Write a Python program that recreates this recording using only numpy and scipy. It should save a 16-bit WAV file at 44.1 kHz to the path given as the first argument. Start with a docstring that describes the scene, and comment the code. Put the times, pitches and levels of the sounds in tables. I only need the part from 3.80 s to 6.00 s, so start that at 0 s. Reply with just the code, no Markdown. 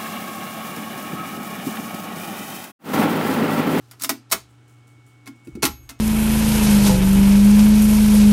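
"""An old mechanical calculator, worked by hand in a small, quiet room with mains hum and a thin tone.
0.1-0.55 s: a control rubs along its slot and clacks against its stops; the hollow case booms.
From 0.7 s: faint ticks. 1.47 s: the carriage is nudged, then bumps along.
1.83 s: it drops home with a double clack, shaking the table and leaving small steel parts ringing.
2.1 s: it settles with a lighter clack."""
import sys
import numpy as np
from scipy import signal
from scipy.fft import rfft, irfft
from scipy.io import wavfile
from scipy.ndimage import uniform_filter1d

SR = 44100
rng = np.random.default_rng(int(sys.argv[2]) if len(sys.argv) > 2 else 0)


def file_out(sig):
    """Save sig as 16-bit WAV at sys.argv[1]."""
    # one column per channel
    cols = np.atleast_2d(sig).T
    # limit, then scale
    lim = np.clip(cols, -1, 1)
    pcm = np.round(lim * 32767).astype(np.int16)
    wavfile.write(sys.argv[1], SR, pcm)


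N = 97020
TIME_S = np.arange(N) / SR

# control rattling, striking its stops: start_s, frame_db, tilt_db_per_octave, modes_db
CONTROL_HITS = [(.1118, -36.5, 2.4, -39.5), (.134, -52, -4, -46), (0.1954, -49, 3, -56),
                (0.1982, -39, 1.5, -54), (.2135, -36, 4.5, -55), (.2203, -24, 5.5, -47),
                (.2355, -23, 7.9, -22), (.246, -21.5, 2.2, -28), (.2929, -14, 3.1, -12.5),
                (.3012, -21.5, -3, -23.5), (.5138, -23, 3.5, -18), (.5195, -17.5, 8, -18.5),
                (.5232, -12, 1.5, -29.5), (.5255, -15.5, -0.9, -10), (.529, -23.5, -1.5, -20),
                (.5445, -32, -5.5, -30.5)]
# carriage nudged, dropping home, settling: start_s, frame_db, tilt_db_per_octave, modes_db
CARRIAGE_HITS = [(1.459, -46, 0, -52), (1.467, -47.5, 0, -39.5), (1.4748, -36, -0.99, -40),
                 (1.6721, -50, 0.14, -47), (1.7525, -45, -1.7, -48.5), (1.8229, -26, -2.1, -40),
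                 (1.8265, -17.5, -1.5, -17.5), (1.8311, -15, 0.52, -12), (1.8388, -16.5, 0.0078, -11),
                 (1.8526, -12, 0.3, -14.5), (1.8657, -22.5, -1.1, -41), (1.8791, -34, -2, -31),
                 (2.0915, -32, -0.036, -45.5), (2.096, -35.5, 0.043, -35), (2.104, -36, -0.6, -44.5),
                 (2.191, -51, 0.12, -65)]


def from_db(db):
    return 10 ** (np.asarray(db) / 20)


def unit_rms(x):
    return x / np.sqrt(np.mean(x ** 2) + 1e-20)


def at_hz(points, hz):
    """Interpolate (freq_hz, value) points on a log-frequency axis."""
    freq_hz, value = np.transpose(points)
    return np.interp(np.log(hz), np.log(freq_hz), value)


def envelope(points):
    """Gain over time from (time_s, level_db) points."""
    return from_db(np.interp(TIME_S, *np.transpose(points)))


def low_cut(x, hz):
    return signal.sosfilt(signal.butter(2, hz, "high", fs=SR, output="sos"), x)


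def clicks(times_s, sizes):
    out = np.zeros(N)
    np.add.at(out, np.clip((np.asarray(times_s) * SR).astype(int), 0, N - 1), sizes)
    return out


def ring(x, hz, t60_s):
    """One mode: a unit click starts a decaying tone of height 1."""
    radius = np.exp(-np.log(1000) / (t60_s * SR))
    step_rad = 2 * np.pi * hz / SR
    return signal.lfilter([.5, 0, -.5], [1, -2 * radius * np.cos(step_rad), radius ** 2], x + 1e-18)


def leak(energy, t60_s):
    """Stored energy decays exponentially."""
    return signal.lfilter([1], [1, -np.exp(-2 * np.log(1000) / (t60_s * SR))], energy + 1e-18)


def noise_bands():
    """White noise in third octaves: yields centre_hz, samples."""
    edges_hz = np.geomspace(70, 17800, 25)
    white = rng.standard_normal((2, N))
    for k, (low, high) in enumerate(zip(edges_hz, edges_hz[1:])):
        band = signal.butter(2, [low, high], "band", fs=SR, output="sos")
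        yield np.sqrt(low * high), signal.sosfilt(band, white[k % 2])


def soft_blow(start_s, level_db, modes, rise_s):
    """Cushioned blow: the modes swell, then decay."""
    age_s = np.maximum(TIME_S - start_s, 0)
    tones = 0
    for hz, gain_db, t60_s in modes:
        decay = np.exp(-np.log(1000) * age_s / t60_s)
        tones += from_db(level_db + gain_db) * decay * np.sin(2 * np.pi * hz * age_s)
    return tones * (1 - np.exp(-(age_s / rise_s) ** 2))


def struck(hits, modes):
    """Hard hits: each rings every mode, with random scatter in strength."""
    start_s, _, _, modes_db = np.transpose(hits)
    scatter_db = 4 * rng.standard_normal((len(start_s), len(modes)))
    out = 0
    for k, (hz, gain_db, t60_s) in enumerate(modes):
        blows = clicks(start_s, from_db(modes_db + gain_db + scatter_db[:, k]))
        out += (-1) ** k * ring(blows, hz, t60_s)
    return out


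def background():
    """Room noise, mains hum and a thin tone that grows until 1.8 s, then recedes."""
    # room noise spectrum: freq_hz, gain_db
    air_colour = [(25, -14.5), (50, -12.5), (80, 0), (130, 7), (190, -5.5), (290, 3), (400, -3.5),
                  (540, -10), (800, -13), (1350, -8), (1900, -15.5), (3000, -14.5), (4500, -22.5),
                  (8500, -24), (12000, -39.5), (16000, -47.5)]
    # steady tones: pitch_hz, rms_db
    hum_tones = [(120, -52.5), (291, -65), (737, -75.5), (829, -74), (1340, -74), (3009, -81)]
    # thin tone: time_s, rms_db
    tone_levels = [(0, -86), (.6, -77), (.85, -71.5), (1.05, -65.5), (1.5, -63), (1.8, -60), (2.2, -71.5)]
    hz = np.maximum(np.fft.rfftfreq(N, 1 / SR), 1)
    air = irfft(rfft(rng.standard_normal(N)) * from_db(at_hz(air_colour, hz)), N)
    hum = sum(from_db(db) * np.sin(2 * np.pi * (f * TIME_S + rng.random())) for f, db in hum_tones)
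    thin_tone = envelope(tone_levels) * np.sin(2 * np.pi * 2218 * TIME_S)
    return from_db(-58) * unit_rms(air) + np.sqrt(2) * (hum + thin_tone)


def room(x, gain_db=-15.5, delay_s=0.0087):
    """Short diffuse tail of the small room."""
    # room decay: freq_hz, t60_s
    decay = [(150, 0.26), (1000, 0.22), (5000, 0.24), (15000, 0.15)]
    tail = sum(noise * np.exp(-np.log(1000) * TIME_S / at_hz(decay, hz)) for hz, noise in noise_bands())
    tail *= TIME_S > delay_s
    return from_db(gain_db) * signal.fftconvolve(x, tail / np.sqrt(np.sum(tail ** 2)))[:N]


def table_rumble(band_hz=(46, 83)):
    """The table rumbles under the moving carriage."""
    # rumble: time_s, rms_db
    levels = [(1.69, -85), (1.73, -53.5), (1.84, -59), (1.89, -35), (2.0, -49.5), (2.1, -52.5), (2.2, -58)]
    band = signal.butter(2, band_hz, "band", fs=SR, output="sos")
    return envelope(levels) * unit_rms(signal.sosfilt(band, rng.standard_normal(N)))


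def thuds(bump_t60_s=0.06):
    """The hollow case booms, the carriage bumps, the table shudders."""
    # blows to the case: start_s, level_db
    case_blows = [(.208, -37.5), (.243, -31), (.295, -21.5), (1.473, -30.5), (1.755, -33), (1.83, -19),
                  (2.095, -40)]
    # case resonances: pitch_hz, gain_db, t60_s
    case_modes = [(239, -2.5, 0.16), (274.4, 5, .14), (324.6, -10.5, 0.32)]
    # dull carriage bumps: start_s, level_db, pitch_hz
    carriage_bumps = [(1.670, -28.5, 280), (1.679, -24.5, 321), (1.687, -31.5, 142), (1.752, -20, 223),
                      (1.757, -35, 380), (1.772, -21.5, 333), (1.777, -57, 182), (1.828, -15, 406),
                      (1.832, -15.5, 202), (1.838, -17.5, 143), (1.845, -15.5, 324), (1.868, -19.5, 345),
                      (1.885, -27, 177)]
    # table shudders: start_s, level_db, rise_s
    shudders = [(0.544, -38.5, 0.014), (1.713, -27.5, 0.019), (1.858, -33, 0.0099)]
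    # table resonances: pitch_hz, gain_db, t60_s
    table_modes = [(58.3, -6.5, 0.13), (69.6, -12.5, 0.7)]
    case = sum(soft_blow(s, db, case_modes, rise_s=0.011) for s, db in case_blows)
    bumps = sum(soft_blow(s, db, [(hz, 0, bump_t60_s)], rise_s=0.0021) for s, db, hz in carriage_bumps)
    table = sum(soft_blow(s, db, table_modes, rise_s) for s, db, rise_s in shudders)
    return case + bumps + table


def steel_parts():
    """Springs and pins ring on after the blows."""
    # ringing parts: start_s, pitch_hz, level_db, t60_s
    rings = [(0.1124, 1367, -48.5, .07), (0.294, 14530, -30, 0.12), (.5255, 14700, -29, 0.13),
             (1.467, 2187, -40, 0.14), (1.467, 1074, -46, 0.16), (0.525, 1114, -23.5, 0.0976),
             (1.8303, 1084, -22.5, 0.13), (2.096, 1144, -51, 0.19), (1.8532, 6541, -49.5, 0.99),
             (1.8532, 11670, -38, 0.45), (1.852, 11860, -24.5, 0.12), (1.8513, 2565, -52, 0.55),
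             (2.0941, 2564, -50, 0.3), (2.0925, 2088, -48.5, 0.22)]
    return sum(ring(clicks([s], from_db([db])), hz, t60_s) for s, hz, db, t60_s in rings)


def frame(grains_per_s=3400, crack_db=-4, tilt_pivot_hz=5000):
    """Hits, rubbing and ticks feed the frame's dense modes; hits die faster in the treble."""
    # frame spectrum: freq_hz, density_db
    frame_colour = [(100, -26), (190, -11.5), (270, -1.5), (420, -4), (540, -14.5), (700, -2.5), (1250, 2),
                    (1750, -0.5), (2300, 2), (3300, -0.5), (4400, 3), (5700, 2.5), (7800, -0.5),
                    (9400, 0.5), (11200, -5.5), (13500, -2.5), (15500, -10.5)]
    # frame decay: freq_hz, t60_s
    decay = [(200, 0.13), (1200, 0.096), (5000, 0.057), (15000, 0.071)]
    # control rubbing along its slot: time_s, level_db
    slide_levels = [(.19, -61), (.21, -38.5), (.228, -34), (.243, -24), (.255, -28.5), (.266, -51),
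                    (.285, -71), (.49, -83), (.503, -39), (.513, -49), (.52, -74)]
    # rubbing spectrum: freq_hz, gain_db
    slide_colour = [(200, -12), (500, -7), (1300, 3), (2800, -11), (4000, -1.5), (7000, -3), (11000, -2.5),
                    (15000, -0.5)]
    # faint ticks, each trailing off in a rustle: start_s, level_db
    tick_events = [(.688, -65.5), (0.8787, -60), (1.071, -61), (1.262, -60), (1.556, -66.5),
                   (1.6467, -58.5), (2.031, -63)]
    # tick spectrum: freq_hz, gain_db
    tick_colour = [(1000, 4.5), (4500, -8.5), (8500, 7), (12000, -1.5), (16000, 5)]
    hit_s, hit_db, tilt_db_per_octave, _ = np.transpose(CONTROL_HITS + CARRIAGE_HITS)
    tick_s, tick_db = np.transpose(tick_events)
    grains = (rng.random(N) < grains_per_s / SR) * rng.exponential(1, N)
    grit = uniform_filter1d(grains * SR / grains_per_s, size=40).clip(0)   # mean near 1
    rubbing = grit * envelope(slide_levels) ** 2
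    ticks = grit * leak(clicks(tick_s, from_db(tick_db) ** 2), t60_s=0.42)
    out = 0
    for hz, noise in noise_bands():
        octaves = np.log2(hz / tilt_pivot_hz)
        blows = clicks(hit_s, from_db(hit_db + tilt_db_per_octave * octaves) ** 2)
        energy = leak(blows, at_hz(decay, hz))
        energy += from_db(crack_db) ** 2 * leak(blows, t60_s=0.011)   # crack at first contact
        energy += rubbing * from_db(at_hz(slide_colour, hz)) ** 2
        energy += ticks * from_db(at_hz(tick_colour, hz)) ** 2
        out += noise * from_db(at_hz(frame_colour, hz)) * np.sqrt(energy)
    return out


def control():
    """The control rings as it rattles and hits its stops."""
    # control resonances: pitch_hz, gain_db, t60_s
    modes = [(405, -23.5, 0.18), (663, -19.5, 0.14), (813, -21, 0.085), (1030, -18, .09), (1176, -24, .1),
             (1263, -14.5, 0.099), (1386, -17, 0.089), (1474, -18.5, 0.11), (1940, -19, .085),
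             (2099, -18.5, 0.076), (2215, -20.5, 0.14), (3050, -23, 0.12), (3704, -23, .11),
             (4620, -22.5, 0.064), (5400, -23, 0.098), (5500, -16.5, 0.073), (7000, -22, .07),
             (9380, -21.5, .06), (11200, -23.5, 0.084)]
    return struck(CONTROL_HITS, modes)


def carriage():
    """The carriage rings as it is nudged, drops home and settles."""
    # carriage resonances: pitch_hz, gain_db, t60_s
    modes = [(428, -23.5, 0.082), (676, -18, 0.228), (833, -18, 0.19), (1082, -16, 0.055),
             (1352, -17, 0.14), (1408, -17, .15), (1490, -35, 0.15), (2074, -18.5, 0.081),
             (2153, -18, 0.11), (2578, -9, 0.047), (3780, -23, 0.089), (4305, -14, 0.049),
             (4440, -16, 0.043), (5890, -17.5, 0.066), (7140, -28, 0.099), (8100, -20, 0.078),
             (9940, -12.5, 0.055)]
    return struck(CARRIAGE_HITS, modes)


def scene():
    """The machine on its table, in the room; mono."""
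    clacks, lows = frame(), thuds()
    ringing = low_cut(control() + carriage() + steel_parts(), hz=260)
    tail = room(clacks + from_db(-6) * ringing + from_db(1.5) * lows)
    return (clacks + ringing + lows + tail + table_rumble() + background())[None]


def record(dry, cutoff_hz=16100):
    """The microphone thins the deepest bass; the top is cut steeply."""
    high_cut = signal.ellip(10, .2, 80, cutoff_hz, fs=SR, output="sos")
    return signal.sosfilt(high_cut, low_cut(dry, hz=38))


dry = scene()
out = record(dry)
file_out(out)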